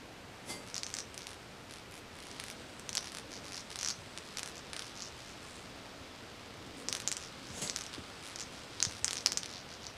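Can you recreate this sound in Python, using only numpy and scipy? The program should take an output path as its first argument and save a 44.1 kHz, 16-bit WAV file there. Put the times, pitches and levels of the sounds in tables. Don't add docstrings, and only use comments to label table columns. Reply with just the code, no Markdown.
import sys
import numpy as np
from scipy import signal
from scipy.fft import rfft, irfft
from scipy.io import wavfile
from scipy.ndimage import uniform_filter1d

SR = 44100
rng = np.random.default_rng(int(sys.argv[2]) if len(sys.argv) > 2 else 0)


def inscribe(sig):
    pcm = np.round(np.clip(np.atleast_2d(sig).T, -1, 1) * 32767)
    wavfile.write(sys.argv[1], SR, pcm.astype(np.int16))


N = 439677


def gain_of(db):
    return 10 ** (np.asarray(db) / 20)


def evened(x):
    return x / np.sqrt(np.mean(x ** 2) + 1e-20)


def read(points, hz):
    f, value = np.transpose(points)
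    return np.interp(np.log(hz + 1), np.log(f + 1), value)


def add(mix, s, sound):
    part = mix[max(round(s * SR), 0):][:len(sound)]
    part += sound[:len(part)]


def noise(tone):
    gains = gain_of(read(tone, np.fft.rfftfreq(N, 1 / SR)))
    return evened(irfft(rfft(rng.standard_normal(N)) * gains, N))


# f/Hz, level/dB (levels in all tables are relative)
AIR_TONE = [(12, -38), (20, -12), (37, -10.5), (77, -0.5), (142, -3.5), (228, -4), (527, -6), (642, -7),
            (1000, -9.5), (1570, -11.5), (2260, -12), (4540, -19), (5850, -21.5), (14300, -36.5),
            (16000, -61)]
def air(noise_db=-51.5, hum_db=-65, hum_hz=118.7):
    t = np.arange(N) / SR
    waver = evened(uniform_filter1d(rng.standard_normal(N), size=12000))
    hum = np.sin(2 * np.pi * hum_hz * t + 0.75 * waver)
    return gain_of(noise_db) * noise(AIR_TONE) + gain_of(hum_db) * hum


# t/s, rub level/dB, fizz level/dB
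FUR_LEVELS = [(0, -62, -70), (0.7, -54, -55), (1.5, -57, -61), (2.05, -57, -65), (2.42, -48, -56),
              (2.78, -53.5, -55), (3.1, -52, -64), (3.6, -52, -55), (4.1, -51.5, -55), (4.4, -50.5, -59),
              (5.2, -50.5, -58), (6.6, -52, -65), (7.0, -49, -64), (7.7, -48, -53), (8.7, -49.5, -57),
              (9.2, -49.5, -50), (9.6, -49.5, -70), (9.97, -52.5, -71)]
# f/Hz, level/dB
RUB_TONE = [(300, -2.5), (900, -3), (1350, 4), (1800, -4), (2400, -1), (3500, 1), (4400, -1), (4900, 0),
            (5600, -5), (8000, -14.5), (12000, -43)]
FIZZ_TONE = [(4000, -19), (6000, -10), (7900, 9), (8800, 5), (10100, -1), (12000, -18), (16000, -38)]
def brushing():
    times, *levels = np.transpose(FUR_LEVELS)
    rub_db, fizz_db = [np.interp(np.arange(N) / SR, times, db) for db in levels]
    hiss = gain_of(rub_db - 5.5) * noise(RUB_TONE) + gain_of(fizz_db - 12) * noise(FIZZ_TONE)
    return hiss + gain_of(rub_db - 11.5) * crackle()


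def crackle(slips_per_s=110, spread_db=4, fibres=12):
    out = np.zeros(N)
    for pitch_hz in rng.uniform(4800, 4850, fibres):
        slips = rng.random(N) < slips_per_s / fibres / SR
        strength = gain_of(spread_db * np.minimum(rng.exponential(1, N), 2.5))
        out += signal.oaconvolve(slips * strength, snap(pitch_hz, body_db=4.5, tick_db=-18))[:N]
    return evened(out)


# f/Hz, level/dB
BODY_TONE = [(60, -20), (300, -8), (650, -5), (1300, 0.5), (2400, 0.5), (4200, -0.5), (7000, -4.5),
             (10000, -12), (16000, -47)]
TICK_TONE = [(3000, -40), (7000, -6), (8600, 0.5), (9900, 6), (11300, -1.5), (12800, -20), (16000, -36)]
def snap(pitch_hz, body_db, tick_db, width_hz=1200, uneven_db=2.5, size=512):
    hz = np.fft.rfftfreq(size, 1 / SR)
    ring = np.exp(-.5 * ((hz - pitch_hz) / width_hz) ** 2)
    body = gain_of(body_db + read(BODY_TONE, hz))
    tick_shift = (pitch_hz / 5540) ** 0.13 * np.exp(0.043 * rng.standard_normal())
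    tick = gain_of(tick_db + read(TICK_TONE, hz / tick_shift))
    power = ring ** 2 + body ** 2 + tick ** 2
    ripple = uniform_filter1d(rng.standard_normal(len(hz)), size=9)
    ripple = evened(uniform_filter1d(ripple, size=7))
    log_gain = np.log(np.sqrt(power) * gain_of(uneven_db * ripple) + 1e-5)
    mirrored = np.concatenate([log_gain, log_gain[-2:0:-1]])
    spectrum = np.exp(np.conj(signal.hilbert(mirrored)))[:len(hz)]
    recoil_s = 0.000408 * rng.uniform(0.53, 1.617)
    spectrum *= 1 + 0.15 * np.exp(-2j * np.pi * hz * recoil_s)
    spectrum *= np.exp(-1j * np.pi * .00012 * hz ** 2 / pitch_hz)
    return irfft(spectrum * np.sqrt(power.sum() / np.sum(abs(spectrum) ** 2)), size)


# loudest t/s, level/dB, half length/s
WEIGHT_SHIFTS = [(0.12, -53, 0.21), (0.55, -46, 0.066), (2.55, -50, 0.37), (3.36, -46, 0.16),
                 (4.551, -53, 0.19), (5.85, -51.5, 0.32), (6.804, -46.5, 0.19), (7.618, -47, 0.14),
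                 (8.548, -50.5, 0.11), (9.25, -51, 0.32)]
# f/Hz, level/dB
SHIFT_TONE = [(80, -13), (190, -3.5), (275, 3), (370, -8), (500, -2.5), (900, -16.5), (2000, -44)]
def shuffle(stir_db=-67):
    t = np.arange(N) / SR
    swells = sum(gain_of(db - 6.5) ** 2 * np.exp(-((t - s) / half) ** 2)
                 for s, db, half in WEIGHT_SHIFTS)
    return np.sqrt(gain_of(stir_db) ** 2 + swells) * noise(SHIFT_TONE)


# t/s, level/dB, rise/s, fall/s, hardest-hit f/Hz, boost there/dB,
# width of the boost in log pitch, ring compared with rattle/dB
PEN_PUSHES = [(0.502, -41, 0.018, 0.042, 2800, -3, 0.6, -1.5),
              (7.59, -42.5, 0.05, 0.022, 6860, 8, 0.2, -11),
              (7.619, -35, 0.0037, 0.038, 7000, 4, 0.22, -3.5)]
# f/Hz, level/dB, time to fade by 60 dB/s
WIRE_NOTES = [(596, 3, 0.32), (800, -4, 0.2), (976, -6, 0.35), (2080, 2, 0.32), (3390, -1.5, 0.13),
              (4680, 1, 0.35), (4980, -3, 0.2), (5850, -9, 0.22), (6600, -7, 0.3), (6681, -6, 0.27),
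              (7359, -4, 0.19), (7682, 0, 0.38), (7960, -1, 0.3), (9500, -2, 0.22), (9970, -2, 0.25),
              (10900, -4, 0.33), (11400, -7, 0.22)]
# f/Hz, level/dB
RATTLE_TONE = [(40, -5), (90, 11), (170, 11.5), (320, 7.5), (520, 5.5), (780, 5), (1400, -2), (2200, 0.5),
               (3100, 4), (5000, 1), (6100, 2), (7800, 0), (8700, -0.5), (9900, 1.5), (11300, -8),
               (12300, -12), (16000, -27)]
def pen(length_s=.8, lead_s=.2, pushed_db=11):
    out, t = np.zeros(N), np.arange(int(length_s * SR)) / SR
    hz = np.fft.rfftfreq(len(t), 1 / SR)
    for s, db, rise, fall, struck_hz, boost_db, width, ring_db in PEN_PUSHES:
        nearness = lambda f: np.exp(-(np.log((f + 1) / struck_hz) / width) ** 2)
        push = np.exp(-np.maximum((lead_s - t) / rise, (t - lead_s) / fall))
        rattle = push * noise(RATTLE_TONE)[:len(t)]
        ring = np.zeros(len(t))
        for wire_hz, wire_db, fade_s in WIRE_NOTES:
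            energy = signal.lfilter([1], [1, -gain_of(-120 / fade_s / SR)], push ** 4)
            drift = 0.0055 * np.cumsum(push * rng.standard_normal(len(t)))
            strength = gain_of(wire_db + pushed_db * nearness(wire_hz)) * np.sqrt(energy)
            ring += strength * np.sin(2 * np.pi * (wire_hz * t + drift + rng.random()))
        sound = rattle + gain_of(ring_db) * np.std(rattle) * evened(ring)
        tone = gain_of(db + boost_db * (nearness(hz) - .5))
        add(out, s - lead_s, irfft(rfft(sound) * tone, len(t)))
    return out


# t/s, length/s, slips, level/dB, f/Hz, fullness of tone/dB, first gap over last gap
CLAW_DRAGS = [(0.666, 0.047, 5, -19, 5500, -2, 0.97), (0.755, 0.025, 3, -2.5, 5900, -11, 0.7),
              (0.886, 0.042, 5, -17, 6200, -5.5, 0.87), (0.968, 0.036, 3, -2, 6000, -10, 1.02),
              (1.192, 0.05, 5, -15.5, 5370, -8, 1.1), (1.279, 0.065, 6, -23, 5000, 1, 1.1),
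              (1.697, 0.1, 8, -21, 4800, -0.5, 1.2), (1.912, 0.08, 7, -27, 8400, 3.5, 0.9),
              (2.154, 0.23, 14, -24, 4700, 0, 0.89), (2.4643, 0.06, 5, -20.5, 5400, 4, 2),
              (3.008, 0.09, 8, -14.5, 4700, -3, 2.15), (3.1198, 0.078, 5, -17.5, 5195, 3.5, 1.9),
              (3.308, 0.08, 9, -14.5, 5200, -12, 1.15), (3.444, 0.056, 7, -18, 5180, -5.5, 1),
              (3.5114, 0.096, 9, -11, 5300, -7.5, 0.91), (3.704, 0.04, 4, -16.5, 4900, -2, 1.05),
              (3.7896, 0.12, 10, 1, 5550, -11, 3.76), (4.237, 0.12, 9, -20, 4470, -5, 0.91),
              (4.46, 0.036, 3, -15.5, 6500, 0, 1.1), (4.556, 0.037, 4, -15.5, 5460, -9, 1.17),
              (4.7327, 0.089, 4, -8, 4400, -2.5, 0.92), (4.831, 0.088, 8, -21, 4710, -4, 0.86),
              (4.955, 0.13, 14, -12.5, 5550, -13, 1.04), (5.167, 0.18, 16, -22.5, 6100, -7, 1.1),
              (5.421, 0.22, 20, -24, 8100, -8, 0.86), (6.773, 0.06, 7, -24, 8600, -6, 1.06),
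              (6.968, 0.052, 3, -11, 6640, -2.5, 1.4), (7.2, 0.085, 9, -14.5, 5600, -9, 0.86),
              (7.43, 0.1, 8, -18.5, 5180, -12, 0.95), (7.788, 0.077, 4, -9, 6100, -5, 0.87),
              (7.931, 0.027, 4, -11, 4195, -7.5, 0.9), (8.227, 0.11, 12, -23.5, 5400, 2.5, 1.05),
              (8.3883, 0.038, 5, -5.5, 5850, -11, 0.88), (8.525, 0.11, 9, -21.5, 5330, -6.5, 0.88),
              (8.7, 0.099, 8, -21, 4800, -14, 1.2), (8.884, 0.11, 9, -16.5, 5190, -3, 1),
              (9.1556, 0.052, 4, -4.5, 5530, -11, 0.7), (9.4826, 0.13, 13, -13.5, 5070, -12.5, 0.93),
              (9.69, 0.061, 6, -15, 4970, -11, 1.16), (9.81, 0.088, 9, -18.5, 4950, -15, 1.05)]
# f/Hz, width/Hz, level/dB
RASP_DIP = [(4610, 260, -0.5)]
def claw_drags(soft_ends_db=7.5, scatter_db=1.6):
    slips = []
    for start, length, count, db, pitch_hz, fullness_db, quickening in CLAW_DRAGS:
        gap, force, tune = rng.standard_normal((count, 3)).T
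        unevenness = .06 - .006 * db
        gaps = np.geomspace(quickening, 1, count - 1) * np.exp(unevenness * gap[1:])
        times = start + length * np.append(0, np.cumsum(gaps)) / gaps.sum()
        stroke = (2 * np.arange(count) + 1) / count - 1
        levels = db - soft_ends_db * stroke ** 2 + scatter_db * force
        slips += zip(times, levels, pitch_hz * (1 + 0.055 * tune), fullness_db - 3 * stroke)
        thin_times, thin_db = np.cumsum(rng.uniform(.005, .02, size=40)), 0.57 * db - 21
        for s, luck in zip(thin_times, rng.standard_normal(40)):
            if s < length:
                slips.append((start + s, thin_db + scatter_db * luck, pitch_hz, fullness_db))
    near, sideways = release_fibres(slips)
    rasp = gain_of(-0.35) * near + gain_of(-6.5) * room(sideways)
    hz = np.fft.rfftfreq(N, 1 / SR)
    dip = sum((gain_of(db) - 1) / (1 + 2j * (hz - f) / width) for f, width, db in RASP_DIP)
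    return irfft(rfft(rasp) * (1 + dip), N)


# delay/s, level/dB
NEAR_ECHOES = [(0.0034, -13.5), (0.0039, -17), (0.0098, -12), (0.0114, -19.5), (0.0145, -26), (0.0214, -24)]
def release_fibres(rows, scatter_db=5):
    near, sideways = np.zeros((2, N))
    for s, db, pitch_hz, fullness_db in rows:
        body_db, tick_db = fullness_db + 0.7, 1.28 * fullness_db - 7.5
        add(near, s, gain_of(db) * snap(pitch_hz, body_db, tick_db))
        side_hz = pitch_hz * rng.uniform(0.9, 1.03)
        side = gain_of(db - 3) * snap(side_hz, body_db, tick_db, width_hz=1450, uneven_db=3)
        add(sideways, s, side)
        paths = rng.standard_normal((len(NEAR_ECHOES), 2))
        for (delay, echo_db), (shift, luck) in zip(NEAR_ECHOES, paths):
            add(near, s + delay * (1 + .04 * shift), gain_of(echo_db + scatter_db * luck) * side)
    return near, sideways


# t/s, level/dB, f/Hz, fullness of tone/dB
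LOOP_SNAPS = [(0.7437, -3, 5950, -14), (0.8335, -1.5, 5700, -10), (0.8662, -6, 5800, -10),
              (0.9406, -1.5, 6840, -11), (1.144, -19, 8200, -1), (1.178, -12, 5960, -1),
              (1.2696, -10.5, 5280, -3.5), (2.3146, -15, 5100, -6), (2.3995, -15, 5600, 5),
              (2.4391, -18.5, 5950, 4.5), (2.7964, -16, 7850, -5), (2.8924, -3.5, 6040, -7.5),
              (2.9299, -6.5, 5940, -10), (2.9527, -1, 7140, -8), (2.9714, 5, 5540, -14),
              (2.979, -4.5, 4700, -1.5), (3.5772, -8.5, 5500, -15), (3.7583, -13.5, 5760, 3.5),
              (4.1761, -10.5, 5600, -3), (4.3718, -4, 5500, -9), (4.385, -8.5, 5400, -3.5),
              (4.3938, -11, 6900, 0), (4.4315, -8.5, 6160, -1), (5.022, -6, 5860, -22),
              (6.886, 2.5, 6400, -12.5), (6.9274, -0.5, 5300, -3.5), (6.9509, -5.5, 5270, -1),
              (7.076, 6, 6500, -13.5), (7.1165, -0.5, 7500, -8), (7.126, -0.5, 6460, -15),
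              (7.1686, -3.5, 7080, -12), (7.676, -6, 5300, -15), (7.698, 2, 6140, -15),
              (7.7619, -0.5, 6090, -6), (8.3594, -6.5, 5900, -10.5), (8.803, 0, 4420, -10),
              (8.8268, 11, 6360, -18), (8.8511, 3.5, 5920, -12.5), (9.0452, 9, 6750, -14),
              (9.0802, 1, 5730, -9), (9.109, -4, 6100, -4), (9.1314, -7.5, 5780, 1.5),
              (9.261, 11, 5580, -7), (9.3206, 0.5, 6470, -8), (9.3736, 5.5, 6300, -11.5),
              (9.4328, -5.5, 4700, -9), (9.4591, -9.5, 4820, -6), (9.8675, -6.5, 5760, -16)]
def claw_snaps():
    near, sideways = release_fibres(LOOP_SNAPS)
    return gain_of(0.34) * near + gain_of(-7.5) * room(sideways)


# t/s, level/dB, f/Hz halfway down the pitch drop, time to fade by 60 dB/s
FLOOR_THUDS = [(3.985, -45, 118, 0.15), (5.126, -44, 83, 0.16), (7.502, -39.5, 110, 0.15),
               (7.622, -39, 150, 0.12), (7.978, -34.5, 278, 0.069), (7.989, -39, 100.5, 0.11),
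               (8.868, -31.5, 115, 0.1), (9.02, -43, 85.2, 0.17)]
def thuds(rise_s=0.0014, sink_s=0.012):
    out, t = np.zeros(N), np.arange(SR // 3) / SR
    for s, db, hz, fade_s in FLOOR_THUDS:
        pitch_hz = hz * (0.6 + 0.8 * np.exp(-t / sink_s))
        strength = gain_of(db - 0.5 - 60 * t / fade_s) * (1 - np.exp(-t / rise_s))
        add(out, s, strength * np.sin(2 * np.pi * np.cumsum(pitch_hz) / SR))
    return out


# f/Hz, level/dB
TAIL_TONE = [(300, 3.5), (1300, 2.5), (3000, -3.5), (4300, 1), (4900, 1.5), (6000, 5), (7300, -2.5),
             (8800, 5.5), (10200, -4), (12000, 12), (15000, 0.5)]
# f/Hz, time to fade by 60 dB/s
TAIL_FADE = [(200, 0.46), (2000, 0.25), (6000, 0.23), (12000, 0.11)]
def room(x, build_s=0.001, echoes_per_s=8000):
    echoes = rng.standard_normal(SR // 2) * (rng.random(SR // 2) < echoes_per_s / SR)
    hz, t, bands = signal.stft(echoes, SR, nperseg=256)
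    bands = bands * gain_of(read(TAIL_TONE, hz)[:, None] - 60 * t / read(TAIL_FADE, hz)[:, None])
    tail = signal.istft(bands, SR, nperseg=256)[1]
    tail *= 1 - np.exp(-np.arange(len(tail)) / SR / build_s)
    return signal.fftconvolve(x, tail / np.linalg.norm(tail))[:N]


def scene():
    background = air() + brushing() + shuffle()
    knocks = pen() + thuds()
    mono = background + claw_snaps() + claw_drags() + knocks + gain_of(-13.5) * room(knocks)
    return np.array([mono, mono])


def record(dry):
    low_pass = signal.firwin(255, cutoff=15700, window=("kaiser", 9), fs=SR)
    return signal.oaconvolve(dry, low_pass[None], "same")


dry = scene()
out = record(dry)
inscribe(out)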